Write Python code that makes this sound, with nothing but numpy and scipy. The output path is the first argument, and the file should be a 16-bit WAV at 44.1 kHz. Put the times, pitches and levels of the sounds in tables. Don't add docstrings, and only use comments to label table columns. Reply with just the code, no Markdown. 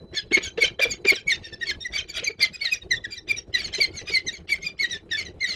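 import sys
import numpy as np
from scipy import signal
from scipy.io import wavfile

SR = 44100
rng = np.random.default_rng(int(sys.argv[2]) if len(sys.argv) > 2 else 0)


def master(y):
    cut = np.clip(np.atleast_2d(y).T, -1, 1)
    pcm = np.round(cut * 32767)
    wavfile.write(sys.argv[1], SR, pcm.astype(np.int16))


N = 244755

# onset t/s, rise t/ms, fall t/ms, middle pitch f/Hz, sag of the pitch f/Hz,
# relative level/dB of the 1st, 2nd and 3rd harmonic, relative level/dB of the rasp
CALL_NOTES = [(0.149, 26, 22, 2153, 169, -40, -36.5, -47.5, -41.5),
              (0.163, 14, 30, 1716, 121, -37.5, -35.5, -41.5, -56),
              (0.329, 17.3, 21.2, 2181, 84, -18.5, -32.5, -39, -37.5),
              (0.431, 21, 16.5, 2248, 76, -41, -43, -40, -37.5),
              (0.461, 9, 26, 1533, 4, -47, -40, -63, -55.5),
              (0.608, 17, 21.5, 2266, 145, -22, -32, -41.5, -33.5),
              (0.635, 12.9, 15.6, 1543, -60, -40.5, -28, -46, -29.5),
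              (0.815, 22.7, 6.5, 2368, 72, -18, -26.5, -42.5, -28.5),
              (0.894, 31.5, 14, 2283, 246, -38.5, -37, -41, -42),
              (1.07, 32.7, 14.4, 2293, 279, -14, -24.5, -35, -33.5),
              (1.139, 15, 45, 1813, 502, -45.5, -37.5, -46, -43),
              (1.272, 15.6, 24, 2228, 33, -22.5, -41, -43.5, -57),
              (1.303, 13.1, 30.4, 1941, 247, -28.5, -27, -40, -36.5),
              (1.434, 28, 22, 1830, 27, -49.5, -47, -50, -47),
              (1.525, 18.2, 4.3, 1797, 42, -40.5, -41.5, -44, -54),
              (1.613, 23.4, 6.4, 1850, 100, -30.5, -38.5, -46.5, -47.5),
              (1.67, 33.5, 5.5, 2160, 142, -34, -32, -46, -34.5),
              (1.703, 8.6, 12, 1770, 147, -33.5, -38, -44.5, -56),
              (1.806, 20, 15.5, 1845, 53, -61, -39.5, -44, -59),
              (1.845, 20.8, 7.3, 1960, 154, -33, -46.5, -42, -59),
              (1.935, 30, 6.5, 2304, -10, -33, -35, -64, -34.5),
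              (1.971, 25.3, 5.4, 1538, -42, -47.5, -31, -57, -34),
              (2.087, 15, 16.4, 2304, 138, -46.5, -43, -48.5, -49.5),
              (2.151, 27.4, 7.1, 2388, 50, -37, -32.5, -62, -30.5),
              (2.242, 7.1, 27, 2037, 29, -43, -40.5, -34.5, -43),
              (2.267, 9, 13, 2310, 99, -26, -33.5, -46, -61),
              (2.407, 28.3, 11.4, 2310, 159, -26.5, -26.5, -62, -30.5),
              (2.415, 13.8, 23.5, 2062, 42, -19.5, -29, -40, -36),
              (2.535, 18, 14.6, 2483, 56, -39.5, -42, -53, -48.5),
              (2.609, 15.4, 32, 2223, 3, -33, -38.5, -73, -43.5),
              (2.648, 6, 41, 1935, 211, -34, -31.5, -55.5, -41.5),
              (2.715, 19, 13, 2476, 91, -25, -36, -50, -39.5),
              (2.723, 26, 21.0, 1958, 224, -48.5, -44.5, -40, -79),
              (2.815, 9.7, 12, 1826, 24, -55, -51, -74, -61.5),
              (2.909, 8.7, 28.6, 1934, 137, -23.5, -29.5, -38.5, -49.5),
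              (2.952, 4.8, 32, 1805, 109, -55, -38.5, -58, -79),
              (3.042, 9.9, 11, 1790, 215, -35.5, -37, -51.5, -58),
              (3.108, 20, 28, 2390, 76, -46.5, -43.5, -51, -49),
              (3.166, 14, 18.4, 1925, 241, -44.5, -44, -48.5, -80),
              (3.289, 28, 2.9, 2386, 101, -24, -34, -49.5, -39),
              (3.364, 14, 17.5, 1899, 93, -55, -38.5, -35, -50.5),
              (3.541, 10.8, 22.5, 1936, 97, -26, -28, -37.5, -40.5),
              (3.576, 29.4, 12.7, 2320, 193, -39.5, -33.5, -62, -38.5),
              (3.634, 19, 24, 2184, 178, -47, -36.5, -41, -42.5),
              (3.738, 3.3, 38, 2020, -9, -39, -31.5, -43.5, -36),
              (3.804, 23.3, 25.4, 2195, 183, -21.5, -23.5, -39.5, -37),
              (3.939, 55, 18.4, 2120, 263, -47, -45, -45, -47.5),
              (4.071, 27, 8.7, 2456, 18, -36, -41, -67, -40),
              (4.118, 49.4, 16, 2145, 218, -24, -28.5, -43.5, -38),
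              (4.267, 21, 18, 1947, 202, -34.5, -32, -40.5, -51.5),
              (4.328, 16.1, 30, 2210, 200, -46, -45.5, -48.5, -51),
              (4.494, 42.5, 12, 2230, 201, -23, -36.5, -50, -37.5),
              (4.617, 15.3, 13.5, 2154, -59, -39.5, -52, -53, -52),
              (4.644, 30.6, 10.6, 2406, 62, -34, -36.5, -57, -41.5),
              (4.793, 44.5, 23.5, 2060, 314, -25.5, -31.5, -47, -43.5),
              (4.899, 24, 46.4, 1880, 216.5, -40.5, -36, -41.5, -46),
              (5.114, 9.5, 39, 1803, 112, -27.5, -28, -42, -45),
              (5.173, 21, 28.9, 2182, 165, -33.0, -31, -48.5, -38.5),
              (5.252, 11.9, 24.6, 1983, 115, -45.5, -47, -47.5, -54),
              (5.407, 39, 21, 2032, 263.5, -27.5, -33, -49.5, -53.5),
              (5.471, 23.4, 52.0, 2154, 235, -39.0, -33.5, -52, -40)]
# t/s, peak level of the fundamental/dB, pitch f/Hz
MEMBRANE_CLUCKS = [(0.136, -34.5, 355), (0.318, -20.5, 380), (0.374, -18.5, 397), (0.583, -19.5, 444),
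                   (0.636, -23.5, 450), (0.798, -20.5, 462), (0.856, -22.5, 465), (1.054, -18.5, 416),
                   (1.123, -21.5, 395), (2.229, -32, 432), (2.301, -32, 423), (3.787, -26.5, 448),
                   (4.103, -32.5, 413)]
# f/Hz, relative level per Hz/dB
THROAT_SPECTRUM = [(600, -7.5), (1000, -29), (1500, -11.5), (2100, -5), (2900, -5.5), (4500, -9.5),
                   (7000, -20), (15800, -77.5)]

SCOOP_HZ, SCOOP_S, BURST_S = 111.1, 0.0068, .014
CLIMB = .22
LOW_NOTE_HZ = 1620
RING_HZ, RING_WIDTH_HZ, RING_DB = 12720, 1730, 5
CRACK_DB, CRACK_S = 12, 0.0048
TAIL_SPLIT_HZ, TREBLE_TAIL = 2840, 0.29
PLATFORM_T60_S, PLATFORM_DB = .12, -17
WHINE_HZ = 4000
CUTOFF_HZ = 16130


def voices():
    out = np.zeros(N)
    for start, rise_ms, fall_ms, hz, sag_hz, *lowest_db, rasp_db in CALL_NOTES:
        rise, fall = rise_ms / 1000, fall_ms / 1000
        t = np.arange(-rise - .03, fall + .05, 1 / SR)
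        pitch = glide(t, hz, sag_hz, rise, fall)
        shaken_pitch = pitch * (1 + 0.01 * drift(150, size=len(t)))
        phase = 2 * np.pi * (np.cumsum(shaken_pitch) / SR + rng.random())
        level = swell(t, rise, fall, edge_db=-10.5, bend=1.45)
        note = 0
        for k, db in enumerate(harmonic_levels(lowest_db, hz)):
            shake = from_db(min(5.67 + 2.34 * k, 11.0) * np.tanh(drift(58, size=len(t))))
            squeezed = level ** (1 + 0.095 * k)
            ring_db = RING_DB * np.exp(-(((k + 1) * pitch - RING_HZ) / RING_WIDTH_HZ) ** 2)
            note = note + from_db(db + ring_db + 7.5) * shake * squeezed * np.sin((k + 1) * phase)
        crack = from_db(lowest_db[0] + rasp_db + CRACK_DB) * np.exp(-(t / CRACK_S) ** 2)
        note = note + crack * np.diff(rng.standard_normal(len(t) + 1))
        rough = (1 - level / 2) * swell(t, rise + 0.012, fall + 0.018, edge_db=-9, bend=2.5)
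        note = note + from_db(rasp_db + 8) * rough * sidebands(phase, pitch, t)
        add(out, note, start + rise + t[0])
    return out


def harmonic_levels(lowest_db, hz):
    levels_db = list(lowest_db)
    for k in range(3, 8):
        drop_db = 27.0 if hz > LOW_NOTE_HZ or k > 3 else 8.5
        floor_db = max(lowest_db) - 11.0 - 7.07 * k
        levels_db.append(max(levels_db[k - 2] - drop_db, floor_db))
    return levels_db


def glide(t, hz, sag_hz, rise, fall):
    middle = .33 * (fall - rise)
    slide = np.tanh((t - middle) / (0.17 * (rise + fall))) / 2
    climb = CLIMB * np.clip((middle - t) / (middle + rise), 0, 1) ** 2
    scoop = SCOOP_HZ * (rise < BURST_S) * np.exp(-np.maximum(t + rise, 0) / SCOOP_S)
    waver = 1 + .005 * drift(35, size=len(t))
    return waver * (hz - sag_hz * (slide + climb) + scoop)


def sidebands(phase, pitch, t):
    slow_hz = pitch * min(rng.uniform(0.35, .6), .5)
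    slow_phase = 2 * np.pi * np.cumsum(slow_hz * (1 + .07 * drift(70, size=len(t)))) / SR
    out = 0
    for k in range(1, 5):
        for side in (-1, 1):
            flicker_db = 11 * np.tanh(drift(75, size=len(t))) - 6
            line_hz = np.maximum(k * pitch + side * slow_hz, 1000)
            gain = from_db(at_hz(THROAT_SPECTRUM, line_hz) + flicker_db)
            out = out + gain * np.sin(k * phase + side * slow_phase)
    return out


def rasp():
    body, treble = np.zeros(N), np.zeros(N)
    for start, rise_ms, fall_ms, *_, rasp_db in CALL_NOTES:
        rise, fall = rise_ms / 1000, fall_ms / 1000
        t = np.arange(-rise - .05, fall + .08, 1 / SR)
        for power, share in ((body, 1), (treble, TREBLE_TAIL)):
            level = swell(t, rise + 0.021 * share, fall + 0.043 * share, edge_db=-11, bend=1.7)
            add(power, (from_db(rasp_db - 2.5) * level) ** 2, start + rise + t[0])
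    for s, db, hz in MEMBRANE_CLUCKS:
        puff = from_db(1.29 * db) * np.hanning(round(0.037 * SR))
        add(body, puff ** 2, s - .013)
    torn = banded_noise(THROAT_SPECTRUM, count=36, patchy_db=13, patch_hz=40, together=.3)
    torn = rms_one(torn * from_db(5 * np.tanh(drift(190))))
    low = signal.sosfilt(signal.butter(2, TAIL_SPLIT_HZ, "low", fs=SR, output="sos"), torn)
    high = signal.sosfilt(signal.butter(2, TAIL_SPLIT_HZ, "high", fs=SR, output="sos"), torn)
    return np.sqrt(body) * low - np.sqrt(treble) * high


def clucks():
    out = np.zeros(N)
    size = round(0.021 * SR)
    for s, db, hz in MEMBRANE_CLUCKS:
        phase = 2 * np.pi * np.cumsum(hz * (1 + 0.15 * drift(160, size=size))) / SR
        buzz = 0
        for k in range(2, 10):
            overtone_db = -20.5 - 0.83 * k + rng.normal(0, 3.3)
            buzz = buzz + from_db(overtone_db) * np.sin(k * phase)
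        add(out, from_db(db) * np.hanning(size) ** 0.53 * (np.sin(phase) + buzz), s - .007)
    return out


def platform(x):
    t = np.arange(round(.2 * SR)) / SR
    dull = signal.lfilter([1], [1, -.62], rng.standard_normal(len(t)))
    tail = dull * from_db(-60 * t / PLATFORM_T60_S) * (t > .003)
    tail = tail * from_db(7 * drift(90, size=len(t)))
    unit_tail = tail / np.sqrt(np.sum(tail ** 2))
    return x + from_db(PLATFORM_DB) * signal.fftconvolve(x, unit_tail)[:N]


def air():
    # f/Hz, relative level per Hz/dB
    rumble_spectrum = [(25, -1.5), (80, 7.5), (140, -4.5), (190, 5.5), (250, -13), (350, 2.5), (750, -17.5),
                       (1300, -26), (4000, -39.5), (11000, -51.5)]
    # t/s, level/dB
    rumble_level = [(0, -47.5), (1.3, -43), (2.3, -50), (4.1, -43.5), (4.6, -49), (5.55, -46.5)]
    rumble = banded_noise(rumble_spectrum, count=24, patchy_db=4.5, patch_hz=16, together=1.6)
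    return from_db(curve(rumble_level)) * rumble


def whine():
    # t/s, level/dB before the flutter
    tone_level = [(0, -61), (.35, -63), (.8, -73), (1.4, -64), (2.1, -75), (5.55, -79)]
    flutter_db = 4.5 * drift(25)
    return from_db(curve(tone_level) + flutter_db) * np.sin(2 * np.pi * WHINE_HZ * np.arange(N) / SR)


def banded_noise(spectrum, count, patchy_db, patch_hz, together):
    out = 0
    edges = np.geomspace(spectrum[0][0], spectrum[-1][0], count + 1)
    white, shared = rng.standard_normal((2, N)), drift(patch_hz)
    for k, (low, high) in enumerate(zip(edges, edges[1:])):
        band_pass = signal.butter(2, [low, high], "band", fs=SR, output="sos")
        band = signal.sosfilt(band_pass, white[k % 2])
        flicker_db = patchy_db * (together * np.tanh(shared) + np.tanh(drift(patch_hz)))
        out = out + band * from_db(at_hz(spectrum, np.sqrt(low * high)) + flicker_db)
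    return rms_one(out)


def swell(t, rise, fall, edge_db, bend):
    away = np.interp(t, [-rise, 0, fall], [1, 0, 1])
    beyond = np.maximum(np.maximum(-rise - t, t - fall), 0)
    return from_db(edge_db * away ** bend - 4800 * beyond)


def drift(rate_hz, size=N):
    r = np.exp(-2 * np.pi * rate_hz / SR)
    slow = signal.lfilter([1], [1, -2 * r, r * r], rng.standard_normal(size + 2000))[2000:]
    return slow * np.sqrt((1 - r * r) ** 3 / (1 + r * r))


def at_hz(spectrum, hz):
    table_hz, table_db = np.transpose(spectrum)
    return np.interp(np.log(hz), np.log(table_hz), table_db)


def curve(rows):
    return np.interp(np.arange(N) / SR, *np.transpose(rows))


def from_db(db):
    return 10 ** (np.asarray(db) / 20)


def rms_one(x):
    return x / np.sqrt(np.mean(x ** 2) + 1e-20)


def add(track, sound, s):
    at = round(s * SR)
    track[at:at + len(sound)] += sound[:N - at]


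def scene():
    birds = voices() + rasp() + clucks()
    return (platform(birds) + air() + whine())[None]


def record(dry):
    rounded = .68 * np.tanh(dry / .68)
    return signal.sosfilt(signal.cheby2(16, 80, CUTOFF_HZ, fs=SR, output="sos"), rounded)


dry = scene()
out = record(dry)
master(out)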